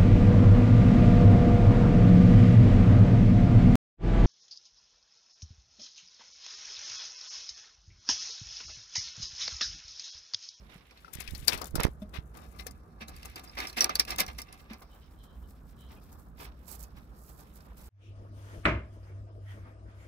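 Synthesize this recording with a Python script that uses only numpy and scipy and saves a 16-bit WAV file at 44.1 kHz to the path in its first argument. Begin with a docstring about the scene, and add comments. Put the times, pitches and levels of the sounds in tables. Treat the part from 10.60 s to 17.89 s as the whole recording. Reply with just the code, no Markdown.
"""Outdoors at a smoker, hands drop and shuffle walnut shells, then herb sprigs, on the steel grate close to a phone.
Shells clack as short tones and noise puffs; friction scrapes and rustles as filtered noise; resonant bars ring.
The firebox thuds on two sines, and a finger rubs the right microphone port with pressure pulses and skin noise.
Far traffic rumbles as slowly swelling noise, and a bird chirps faintly with wavering tones."""
import sys
import numpy as np
from scipy import signal
from scipy.fft import rfft, irfft, next_fast_len
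from scipy.io import wavfile
from scipy.ndimage import map_coordinates

SR = 44100
rng = np.random.default_rng(int(sys.argv[2]) if len(sys.argv) > 2 else 0)


def invert_db(x):
    """Field ratio 10**(x/20) for x, a level in decibels (scalar or array-like)."""
    u = np.asarray(x, float) / 20
    return 10 ** u


def digitize_waveform(pressure):
    """Quantize a signal to 16-bit integers and store it at the path in sys.argv[1].

    Rows of a 2-D input are taken as channels; values are limited to [-1, 1].
    """
    field = np.atleast_2d(pressure).T
    bounded = np.clip(field, -1, 1)
    quanta = np.round(bounded * 32767).astype(np.int16)
    wavfile.write(sys.argv[1], SR, quanta)


N = 321489

# Where the hands are. Each row: time in seconds, left-over-right balance of the scrape in dB
# before each layer takes its share, left-over-right balance of the rustle in dB.
HANDS = [(0, -21.5, -9), (.3, -10, 2.5), (.48, 13, 16.5), (.55, 43, 44), (1.09, 66.5, 47),
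         (1.2, -10.5, 20.5), (1.36, 25, 31), (1.93, 23.5, 41), (2.2, -2, 22.5), (3.65, -6, 13),
         (4.2, -6, 1.5), (5.6, 1.5, -1.5), (6.12, -15.5, -29), (6.35, -3.5, -3), (6.8, -5, -13.5),
         (7.29, -6.5, -2)]
# The grate bars. Each row: resonance in Hz, relative level in dB, ring time in seconds.
BARS = [(760, -5, .09), (1190, -4, .09), (1690, -6, .08), (2075, 0, .11), (2320, -4, .08), (2560, -1, .1),
        (2680, -5, .07), (3700, -6, .07), (4180, -2, .09), (4440, -7, .07), (4740, -5, .07),
        (5240, -3, .07), (5560, -2, .07), (5900, -6, .06)]
# How firmly the dragged things touch the bars. Each row: time in seconds, contact in dB.
CONTACT = [(0, -8), (1.5, -10), (1.95, 10), (2.5, 10), (2.6, 6), (2.95, 8), (3.8, 8), (4.25, 6), (4.5, -8),
           (7.29, -8)]
# Colours of the friction: low drone, scrape, chafe of shells, rustle of shells.
# Each row: frequency in Hz, relative level in dB per Hz.
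DRONE = [(150, -29), (250, 4), (500, 1.5), (1200, 2), (1800, -7.5), (2500, -47)]
SCRAPE = [(900, -37), (1500, -8), (2200, -4), (2800, -7), (3150, -8), (3800, -10), (5000, -35.5)]
CHAFE = [(2500, -38.5), (3300, -10.5), (3900, -2), (4900, 2.5), (5500, 2.5), (6200, -6), (7200, -25.5),
         (9000, -41.5)]
RUSTLE = [(4000, -41), (6000, -5), (7000, -2.5), (9000, -4.5), (10800, -1), (12000, -1.5), (13500, -4),
          (15500, -5.5), (16100, -31), (17500, -59.5)]


def unit(x):
    """Scaled to rms 1."""
    return x / np.sqrt(np.mean(x ** 2, -1, keepdims=True) + 1e-20)


def curves(rows, t=None):
    """Each column after the time, read at every sample or at times t."""
    s, *cols = np.transpose(rows)
    return [np.interp(np.arange(N) / SR if t is None else t, s, c) for c in cols]


def wobble(rate):
    """A smooth random curve, rate knots a second."""
    return map_coordinates(rng.standard_normal(int(N * rate / SR) + 4), [np.arange(N) * rate / SR])


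def filtered(x, response):
    """x times a complex response of frequency."""
    m = next_fast_len(x.shape[-1] + 8192)
    return irfft(rfft(x, m) * response(np.fft.rfftfreq(m, 1 / SR)), m)[..., :x.shape[-1]]


def along(points):
    """(Hz, value) points as a function on a log axis."""
    f, v = np.transpose(points)
    return lambda hz: np.interp(np.log(hz + 1), np.log(f + 1), v)


def coloured(x, spectrum):
    """x through a (Hz, dB) spectrum, at rms 1."""
    return unit(filtered(x, lambda hz: invert_db(along(spectrum)(hz))))


def sides(pan_db):
    """Left and right gains that differ by pan_db and keep the summed power."""
    return 2 / np.sqrt(1 + invert_db(2 * np.array([-pan_db, pan_db])))


def pair(n, shared=0.3):
    """Noise for the two ports, part of it common to both."""
    common, *own = rng.standard_normal((3, n))
    share = np.clip(shared, 0, 1)
    return np.sqrt(share) * common + np.sqrt(1 - share) * np.array(own)


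def traffic():
    """Far traffic: low rumble and higher hush swell slowly; the ports share the lows more than the highs."""
    # Traffic swell. Each row: time in seconds, rumble level in dB before the layer's trim.
    swell = [(0, -58), (.28, -69), (.5, -63.5), (.7, -52), (1.4, -53), (2.2, -55.5), (3.1, -56), (3.5, -51),
             (3.9, -59), (4.8, -56), (6.3, -54), (7.29, -58)]
    # Colours of rumble and hush. Each row: frequency in Hz, relative level in dB per Hz.
    rumble_colour = [(12, -40.5), (20, -22), (40, -7), (59, 4), (98, -14), (157, -14), (216, -16),
                     (300, -21), (390, -48.5), (660, -120)]
    hush_colour = [(88, -27), (150, -1.5), (231, -8), (264, -30), (309, -9), (383, -8.5), (888, -19),
                   (1340, -17.5), (2700, -42.5), (12400, -48), (16000, -55)]
    # Left-right likeness. Each row: frequency in Hz, likeness from 0 to 1.
    alike = [(60, 0.9), (150, 1), (380, 0.82), (950, .1), (16000, .1)]
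    rumble_db, = curves(swell)
    hush_db = -60.5 + 0.56 * (rumble_db - rumble_db.mean())  # the hush follows part of the swell

    def turn(hz):
        return np.arccos(np.clip(along(alike)(hz), 0, 1)) / 2

    layers = []
    for spectrum in rumble_colour, hush_colour:
        mid, side = filtered(
            rng.standard_normal((2, N)),
            lambda hz: invert_db(along(spectrum)(hz)) * [np.cos(turn(hz)), np.sin(turn(hz))])
        layers.append(np.array([mid + side, mid - side]) / mid.std())
    rumble = invert_db(rumble_db + 5.0 + 1.2 * wobble(5.6)) * layers[0]
    hush = invert_db(hush_db - 3.5 + 0.98 * wobble(2.3) + 0.55 * wobble(19)) * layers[1]
    return (rumble + hush) * invert_db([[-1.2], [1.2]])


def bird():
    """Hoarse, distant notes: a wavering, rough line and a weaker one above, blurred by distance."""
    # Notes. Each row: start in seconds, length scale in seconds, centre pitch in Hz,
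    # level in dB before the trim.
    notes = [(4.296, 0.087, 3050, -71), (4.408, 0.072, 3015, -70), (4.571, 0.11, 3180, -68.5),
             (4.669, 0.09, 3090, -72), (4.828, 0.042, 3040, -73.5), (5.165, 0.14, 3110, -66),
             (5.359, 0.037, 2530, -66)]
    t, out = np.arange(N) / SR, np.zeros((2, N))
    waver, rasp = wobble(220), invert_db(5 * wobble(250))
    for s, length, hz, db in notes:
        part = slice(round(s * SR), round((s + 3 * length) * SR))
        u = (t[part] - s) / length
        phase = 2 * np.pi * np.cumsum(hz * (1 + .035 * waver[part])) / SR
        voice = rasp[part] * (np.sin(phase) + .4 * np.sin(1.28 * phase))
        blur = [(.85 * hz, -40), (.97 * hz, 0), (1.12 * hz, -9), (1.28 * hz, -5), (1.45 * hz, -40)]
        far = 1.035 * coloured(rng.standard_normal((2, len(u))), blur)
        envelope = np.minimum(4.0 * u, 1) * np.exp(-u ** 3)
        out[:, part] += invert_db(db - 3.5) * (0.73 * voice + far) * envelope
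    return out * invert_db([[0.1], [4.5]])


def finger():
    """Pressure builds in the right port, lets go, overshoots for a moment and leaks away; skin squeaks."""
    # Presses. Each row: release time in seconds, level in dB before the trim,
    # press time constant in ms, release time constant in ms.
    presses = [(0.558, -33, 1.7, 1.1), (0.5872, -32, 0.84, 1.6), (0.689, -32, 2.3, 4),
               (0.7236, -27.5, 2.8, 3.5), (0.7364, -27, 0.96, 2.2), (0.796, -32, 3.1, 3.3),
               (0.8307, -32, 1.4, 1.4), (0.936, -28, 1.6, 1.8), (.953, -31, 3.4, 1.4),
               (1.1404, -29, 11, 0.97), (1.1464, -20, 0.68, 2), (1.1614, -18.5, 0.5, 0.69),
               (1.182, -21.5, 0.29, 0.24), (1.1888, -19.5, 4.8, 1.31), (1.1988, -15.5, 0.17, 0.12),
               (1.2011, -18, 0.84, 0.121), (1.212, -13.5, 0.14, 0.1), (1.2524, -9.5, 2.8, .15),
               (1.2843, -25, 0.51, 0.8), (1.2914, -33, 3.3, 2.2), (1.5885, -24.5, 1.9, 1.9)]
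    # Skin on the port. Each row: time in seconds, level in dB.
    squeak_level = [(1.13, -87.5), (1.145, -45), (1.19, -29.5), (1.205, -29.5), (1.225, -46.5), (1.24, -37),
                    (1.27, -32), (1.3, -72)]
    # Colour of the skin. Each row: frequency in Hz, relative level in dB per Hz.
    skin = [(30, -3.5), (100, -3), (400, -4), (1500, -17), (3000, -34), (7000, -46), (16000, -56)]
    ms = np.arange(N) / SR * 1000
    push = np.zeros(N)
    for s, db, press, release in presses:
        near = slice(round(s * SR) - 2000, round(s * SR) + 2000)
        u = ms[near] - s * 1000
        shape = np.exp(-np.where(u < 0, -u / press, u / release) ** 1.6)
        overshoot = .2 * (u > 0) * (1 - shape) * np.exp(-(u / (4 * press)) ** 4)
        push[near] += invert_db(db + 2.5) * (overshoot - shape)
    push = filtered(push, lambda f: 1j * f / (12 + 1j * f))  # pressure leaks away below 12 Hz
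    gritty = invert_db(5.7 * wobble(160)) * rng.standard_normal(N)
    squeak = invert_db(curves(squeak_level)[0]) * coloured(gritty, skin)
    return (push + squeak) * invert_db([[-32], [0]])


def thuds():
    """The sheet-steel firebox booms on a low mode and an overtone near three times its pitch."""
    # Thuds. Each row: start in seconds, level in dB, pitch in Hz, 60 dB decay in seconds,
    # overtone in dB relative to the low mode.
    booms = [(0.156, -35.5, 168, 0.032, -14), (1.419, -30, 203.8, 0.12, -10),
             (2.064, -29.5, 479, 0.027, -21), (2.416, -40, 222, 0.13, -26), (3.172, -38.5, 232, 0.18, -1.5),
             (3.603, -38, 200, 0.19, -7), (4.108, -32.5, 220.4, 0.095, -26)]
    t, out = np.arange(N) / SR, np.zeros(N)
    for s, db, hz, t60, over_db in booms:
        u = np.clip(t - s, 0, None)
        boom = np.sin(2 * np.pi * hz * u) + invert_db(over_db) * np.sin(2 * np.pi * 3.05 * hz * u)
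        out += invert_db(db - 60 * u / t60) * (1 - np.exp(-u / 0.0026)) * boom
    return out


def strokes(rows, slopes, bright, weight, fall):
    """Power of a layer every ms: each stroke rises, holds with a slight sag and falls in dB."""
    s, hold, force_db, bright_db, weight_db = np.transpose(rows)[..., None]
    ms = np.arange(N * 1000 // SR + 1) - s * 1000
    late = np.clip(ms - hold * 1000, 0, None)
    rise_db = slopes[0] * np.clip(-ms, 0, None)
    fall_db = fall * slopes[1] * late
    sag_db = 2 * np.clip(ms / (hold * 1000), 0, 1)  # force lost while the stroke holds
    db = force_db + bright * bright_db + weight * weight_db - rise_db - fall_db - sag_db
    return np.sum(invert_db(2 * db), 0)


def effort(bright, weight, fall):
    """Gain of one friction layer, from its shares of brightness and weight: drags, brushes and fidgeting."""
    # Shells dragged and tumbled, then sprigs brushed over the bars. 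Each row: start of the hold
    # in seconds, hold in seconds, force in dB, brightness in dB, weight in dB.
    drags = [(.095, 0.054, -57, -22, -1), (.535, .018, -52.5, 5.5, -3), (.605, 0.007, -44, -2, -5),
             (.68, 0.0081, -53, -18, -17.5), (.744, .04, -60.5, 0.5, -23), (.79, 0.059, -63, -2, -10.5),
             (.846, .005, -56, 0, -13.5), (.88, 0.02, -35.5, -5, 1), (.924, 0.026, -37, -11.5, 0),
             (.975, 0.017, -50, -3, 6), (1.016, 0.0051, -51, -1, 17.5), (1.065, 0.017, -60, 7, -2),
             (1.157, 0.0061, -48, 5.5, 10), (1.2, 0.0083, -36, -26, 2), (1.235, 0.0073, -35.5, -18.5, -3),
             (1.42, 0.01, -64.5, -1.5, 5.5), (1.54, 0.033, -44.5, -20, -1), (1.745, 0.11, -66, -4.5, 13.5),
             (1.995, 0.013, -52.5, -8, 3.5), (2.066, 0.0093, -61, 3, 11), (2.112, .005, -76, 22, 7),
             (2.41, 0.017, -49.5, -18.5, 0.5), (2.484, 0.012, -71, 22.5, 21.5),
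             (2.56, 0.17, -66, -6.5, -10), (2.65, 0.004, -53, -3.5, 5.5), (2.762, 0.031, -54.5, -9, 6.5),
             (2.84, 0.0045, -57.5, 6.5, 5.5), (2.885, 0.0086, -72, -7, 16.5), (2.953, 0.004, -60, -3, 2),
             (2.975, .08, -44, -16.5, 2.5), (3.08, .025, -57.5, 3, 5), (3.128, 0.0054, -62, -8, 6.5),
             (3.172, 0.02, -36.5, -9.5, -2), (3.215, 0.0432, -44.5, -5.5, 7),
             (3.3, 0.0043, -39.5, -33.5, 2.5), (3.354, 0.0035, -58.5, 12, 15.5),
             (3.396, 0.01, -43, -3.5, 1), (3.48, 0.05, -45.5, -6, 3.5), (3.54, 0.012, -54, -17.5, -1),
             (3.588, 0.028, -35, -3, 1.5), (3.685, .015, -50, -15.5, 4.5), (3.787, 0.011, -50, 3, 1.5),
             (3.93, 0.024, -65.5, -2, 8.5), (3.995, 0.005, -65.5, -9, 4), (4.1, 0.045, -58, -19, 5.5),
             (4.22, 0.0102, -64, -6.5, 9.5)]
    brushes = [(4.35, .02, -73.5, 2, 6), (4.52, .008, -85, 15, 14), (4.64, 0.016, -74.5, 9, 15.5),
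               (4.89, 0.033, -80, 17.5, 12), (5.095, 0.011, -76, 13, 8), (5.31, 0.016, -61.5, -7, 8),
               (5.42, 0.015, -80, 4, 18), (5.52, 0.025, -79, 18.5, 21), (5.585, 0.018, -79, 14, 17),
               (5.8, 0.057, -53.5, -3, 4), (6.085, 0.069, -64, 19, 10), (6.2, 0.042, -71.5, 21, 13.5),
               (6.375, 0.011, -64.5, -1, 9.5), (6.58, 0.025, -85, 18, 24.5), (6.69, 0.019, -71, 15, 13.5),
               (6.795, 0.0068, -65, 3, 12), (6.88, 0.012, -95, 19, 21.5), (6.96, 0.021, -73, 12, 8),
               (7.055, .015, -74.5, 1, 18), (7.18, 0.096, -73, 15, 11.5)]
    # Slopes of a stroke: rise in dB per ms, fall in dB per ms before the layer's fall factor.
    drag_slopes = (2.5, 0.62)
    brush_slopes = (0.77, 0.38)
    # Hands never quite still. Each row: time in seconds, force in dB, brightness in dB.
    fidget = [(0, -66, -20), (.2, -68, -13), (.46, -67.5, -10), (.52, -74, -1), (.6, -55.5, -11.5),
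              (1.08, -77.5, 4), (1.3, -79, -0.5), (1.72, -86, 7), (1.9, -72.5, 5.5), (2.15, -83, 6),
              (2.38, -91, 10.5), (2.52, -69, -7.5), (2.7, -66.5, -11), (2.9, -71.5, 0), (3.3, -64, -9),
              (3.9, -69.5, -8.5), (4.3, -76.5, 0), (5.0, -81, 5), (5.5, -77.5, 10), (5.72, -86.5, 4),
              (6.0, -76, 1.5), (6.5, -79, 3.5), (6.7, -80.5, 21.5), (7.29, -73.5, -6.5)]
    power = strokes(drags, drag_slopes, bright, weight, fall)
    power = power + strokes(brushes, brush_slopes, bright, weight, fall)
    force_db, bright_db = curves(fidget)
    weight_db = 14 - 0.87 * (force_db + 80)  # lighter fidgeting sounds relatively heavier
    idle_db = force_db + bright * bright_db + weight * weight_db
    idle_db = idle_db + 2.5 * wobble(19) + 1.9 * wobble(40)
    stroke_power = np.interp(np.arange(N) / SR * 1000, np.arange(len(power)), power)
    return np.sqrt(stroke_power + invert_db(2 * idle_db))


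def rubbing():
    """Gritty friction: scrape, brighter chafe, low drone and rustle; the first three set the bars ringing."""
    # Rustle of the leaves. Each row: frequency in Hz, relative level in dB per Hz.
    leaves = [(3200, -35), (4300, -12.5), (6000, -9.5), (8000, -5), (10000, -9), (12000, -1), (14000, -6.5),
              (15600, -2.5), (16100, -37), (17500, -64)]
    scrape_pan, rustle_pan = curves(HANDS)

    def grit(rough_db, rate):
        return invert_db(rough_db * wobble(rate)) * pair(N)

    rough = grit(rough_db=2.5, rate=210)
    scrape = invert_db(-2.5) * effort(0, 0, 0.98) * coloured(rough, SCRAPE) * sides(0.56 * scrape_pan)
    # the chafe follows part of the brightness
    chafe = invert_db(-2 - 5.5) * effort(0.29, 0, 0.97) * coloured(rough, CHAFE) * sides(scrape_pan)
    # the drone dies slower than the scrape, the rustle faster
    low_grit = coloured(grit(rough_db=1.5, rate=82), DRONE)
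    drone = invert_db(-4.5) * effort(0, 1, 0.58) * low_grit * sides(0.063 * scrape_pan)
    crisp = grit(rough_db=3.5, rate=300)
    herbs = np.arange(N) > 4 * SR  # sprigs follow the shells
    rustle_noise = np.where(herbs, coloured(crisp, leaves), coloured(crisp, RUSTLE))
    rustle = effort(0.78, 0, 2.1) * rustle_noise * sides(rustle_pan)

    def bar_response(f):
        return sum(invert_db(db) * 1j * f * 4 / t60 / (c * c - f * f + 1j * f * 4 / t60) for c, db, t60 in BARS)

    drag = scrape + chafe + drone
    return drag + filtered(drag * invert_db(curves(CONTACT)[0]), bar_response) + rustle


def clacks():
    """Each contact: a short shell ring, a puff of broad and of bright noise, and the bars at new strengths."""
    # Shell contacts. Each row: start in seconds, level in dB before the trim, shell pitch in Hz,
    # relative treble in dB, decay in ms that each part scales.
    contacts = [(.3087, -44.5, 2390, -20, 46), (0.3744, -43.5, 4100, -20, 23), (.4461, -36, 1370, -47, 41),
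                (0.4805, -44, 1340, -42, 110), (0.5364, -44.5, 5800, 6, 35), (0.607, -28.5, 2630, -15, 30),
                (0.6761, -28, 2550, -19.5, 35), (.7078, -38, 3670, -6.5, 39),
                (.7492, -27, 4470, -19.5, 49.6), (0.7999, -46.5, 4100, -1.5, 35),
                (0.8758, -19.5, 4900, -8, 30), (0.8804, -5.5, 4550, -14.5, 47), (0.931, -19, 2600, -16, 42),
                (0.976, -34.5, 4500, -9, 42), (1.0155, -22.5, 1180, -14, 38), (1.0432, -29.5, 6860, -7, 21),
                (1.0557, -37, 3550, -6.5, 40), (1.1072, -48.5, 1450, -3.5, 43),
                (1.1542, -22.5, 1390, -8.5, 65), (1.2028, -19, 1416, -9, 23),
                (1.2331, -23.5, 2180, -3.5, 35), (1.2485, -30, 6000, -7, 25),
                (1.266, -36, 1820, -14.5, 36.1), (1.2785, -50, 1280, -7, 32), (1.419, -49, 3540, -24, 54),
                (1.493, -56, 8400, -5, 27), (1.541, -45, 2120, -33, 18.94), (1.7716, -49, 1950, -1.5, 60),
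                (1.9884, -42, 4430, -11, 42), (1.996, -37.5, 3900, -24, 73), (2.0016, -50, 2500, -24, 70),
                (2.0664, -30.5, 1770, -6.5, 59), (2.1094, -46.5, 4970, -4, 38), (2.408, -57, 4100, -10, 36),
                (2.423, -45.5, 2500, -30.5, 46), (2.4815, -38.5, 4060, -17, 53),
                (2.5636, -45.5, 4660, -3, 37), (2.6297, -33, 2770, -17, 25), (2.6552, -41, 2660, -1.5, 60),
                (2.699, -50, 1910, -3, 28), (2.7579, -36, 4770, -9, 52), (2.7945, -37, 3860, -12.5, 35),
                (2.875, -44, 5040, -32, 82), (2.895, -39, 5200, -33, 55), (2.9702, -33, 2070, -30.5, 38),
                (2.9864, -23, 2230, -14, 22), (3.0023, -18.5, 2170, -16.5, 23),
                (3.07, -31.5, 5500, -17, 82), (3.097, -31, 4300, -15.5, 32), (3.1283, -38.5, 4200, -13, 43),
                (3.183, -24, 5000, -18, 27), (3.2067, -7.5, 5640, -23.5, 65),
                (3.2193, -16.5, 5400, -15.5, 51), (3.243, -7.5, 5720, -10.5, 19),
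                (3.2932, -18.5, 1193, -26.5, 46), (3.3538, -16.5, 4470, -11, 46),
                (3.396, -9.5, 5400, -13.5, 58), (3.4503, -31, 2680, -7, 20), (3.5047, -25, 5540, -12.5, 79),
                (3.5605, -33, 3560, 0, 18), (3.5836, -23.5, 6270, -8.5, 41), (3.6024, -10, 2210, -10, 25),
                (3.597, -18, 11700, -14, 41), (3.6035, -14.5, 12220, -13.5, 42),
                (3.664, -29.5, 5780, -11.5, 23), (3.679, -32, 2150, -14, 41), (3.787, -32, 5720, -12, 48),
                (3.8172, -33.5, 5470, -9, 55), (3.926, -39, 10800, -10.5, 45),
                (4.132, -37.5, 2340, -18, 65), (4.221, -43.5, 1200, -13, 38.8), (4.6379, -58, 1283, -1, 43),
                (5.3193, -54, 1230, -34, 25), (5.528, -54, 1243, 6, 21), (6.239, -44.5, 6450, -12, 45),
                (7.005, -45, 1410, -16, 32)]
    out, ms = np.zeros((2, N + SR)), np.arange(SR // 5) / SR * 1000
    draws = rng.standard_normal((len(contacts), len(BARS) + 2))

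    def dying(t60_ms):
        return invert_db(-60 * ms / np.clip(t60_ms, 3, 900)) * (1 - np.exp(-ms / 0.69))

    def tone(hz):
        return np.sin(2 * np.pi * hz * ms / 1000)

    def noise(spectrum):
        return coloured(pair(len(ms)), spectrum)

    for (s, db, hz, treble_db, decay), draw in zip(contacts, draws):
        body_pan, treble_pan = curves(HANDS, s)
        shell_pan = body_pan if hz < 8000 else treble_pan  # the highest take the balance of the rustle
        # shells held off the grate, or cracked on each other, barely ring it
        touch_db = -30.5 + 0.3 * curves(CONTACT, s)[0] - .25 * (db + 30)
        close = sum(tone(hz * (1 + .02 * d)) for d in draw[-2:]) * dying(.9 * decay)
        clear = np.clip(max(hz / 4500, -treble_db / 24), .3, 1.2)  # high or hissless ones ring clearest
        shell = clear * (.8 * tone(hz) * dying(.4 * decay) + .3 * close)
        puff = (0.16 * noise(SCRAPE) + 0.34 * noise(CHAFE)) * dying(1.2 * decay)
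        puff = puff * invert_db(0.45 * min(treble_db + 17, 0))
        tick = invert_db(treble_db + 9) * noise(RUSTLE) * (dying(.35 * decay) + .1 * dying(1.3 * decay))
        thump = invert_db(-31.0) * noise(DRONE) * dying(1.5 * decay)
        ring = sum(invert_db(touch_db + level + 5.5 * d) * tone(c) * dying(t60 * 1000)
                   for (c, level, t60), d in zip(BARS, draw))
        hit = shell * sides(shell_pan)[:, None] + (puff + ring) * sides(body_pan)[:, None]
        hit = hit + tick * sides(treble_pan)[:, None] + thump * sides(0.18 * body_pan)[:, None]
        out[:, round(s * SR):][:, :len(ms)] += invert_db(db - 5.5) * hit
    return out[:, :N]


def hands(x):
    """The port nearer to the hands hears them a little earlier: the right one is shifted against the left."""
    # Earliest and latest shift of the right port in seconds.
    lead_range = (-.0003, .00047)
    lead = np.clip(.00005 * curves(HANDS)[1], *lead_range) * SR  # 0.05 ms for each dB of balance
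    return np.array([x[0], map_coordinates(x[1], [np.arange(N) - lead])])


def scene():
    """Everything at the two ports."""
    return traffic() + bird() + finger() + thuds() + hands(rubbing() + clacks())


def top_cut(x):
    """Nothing passes above the cut-off."""
    return signal.sosfilt(signal.butter(12, 16990, fs=SR, output="sos"), x)


def record(dry):
    """The phone keeps nothing above its band limit of 16.7 kHz."""
    band_limited = filtered(dry, lambda hz: hz < 16700)
    return top_cut(band_limited)


dry = scene()
out = record(dry)
digitize_waveform(out)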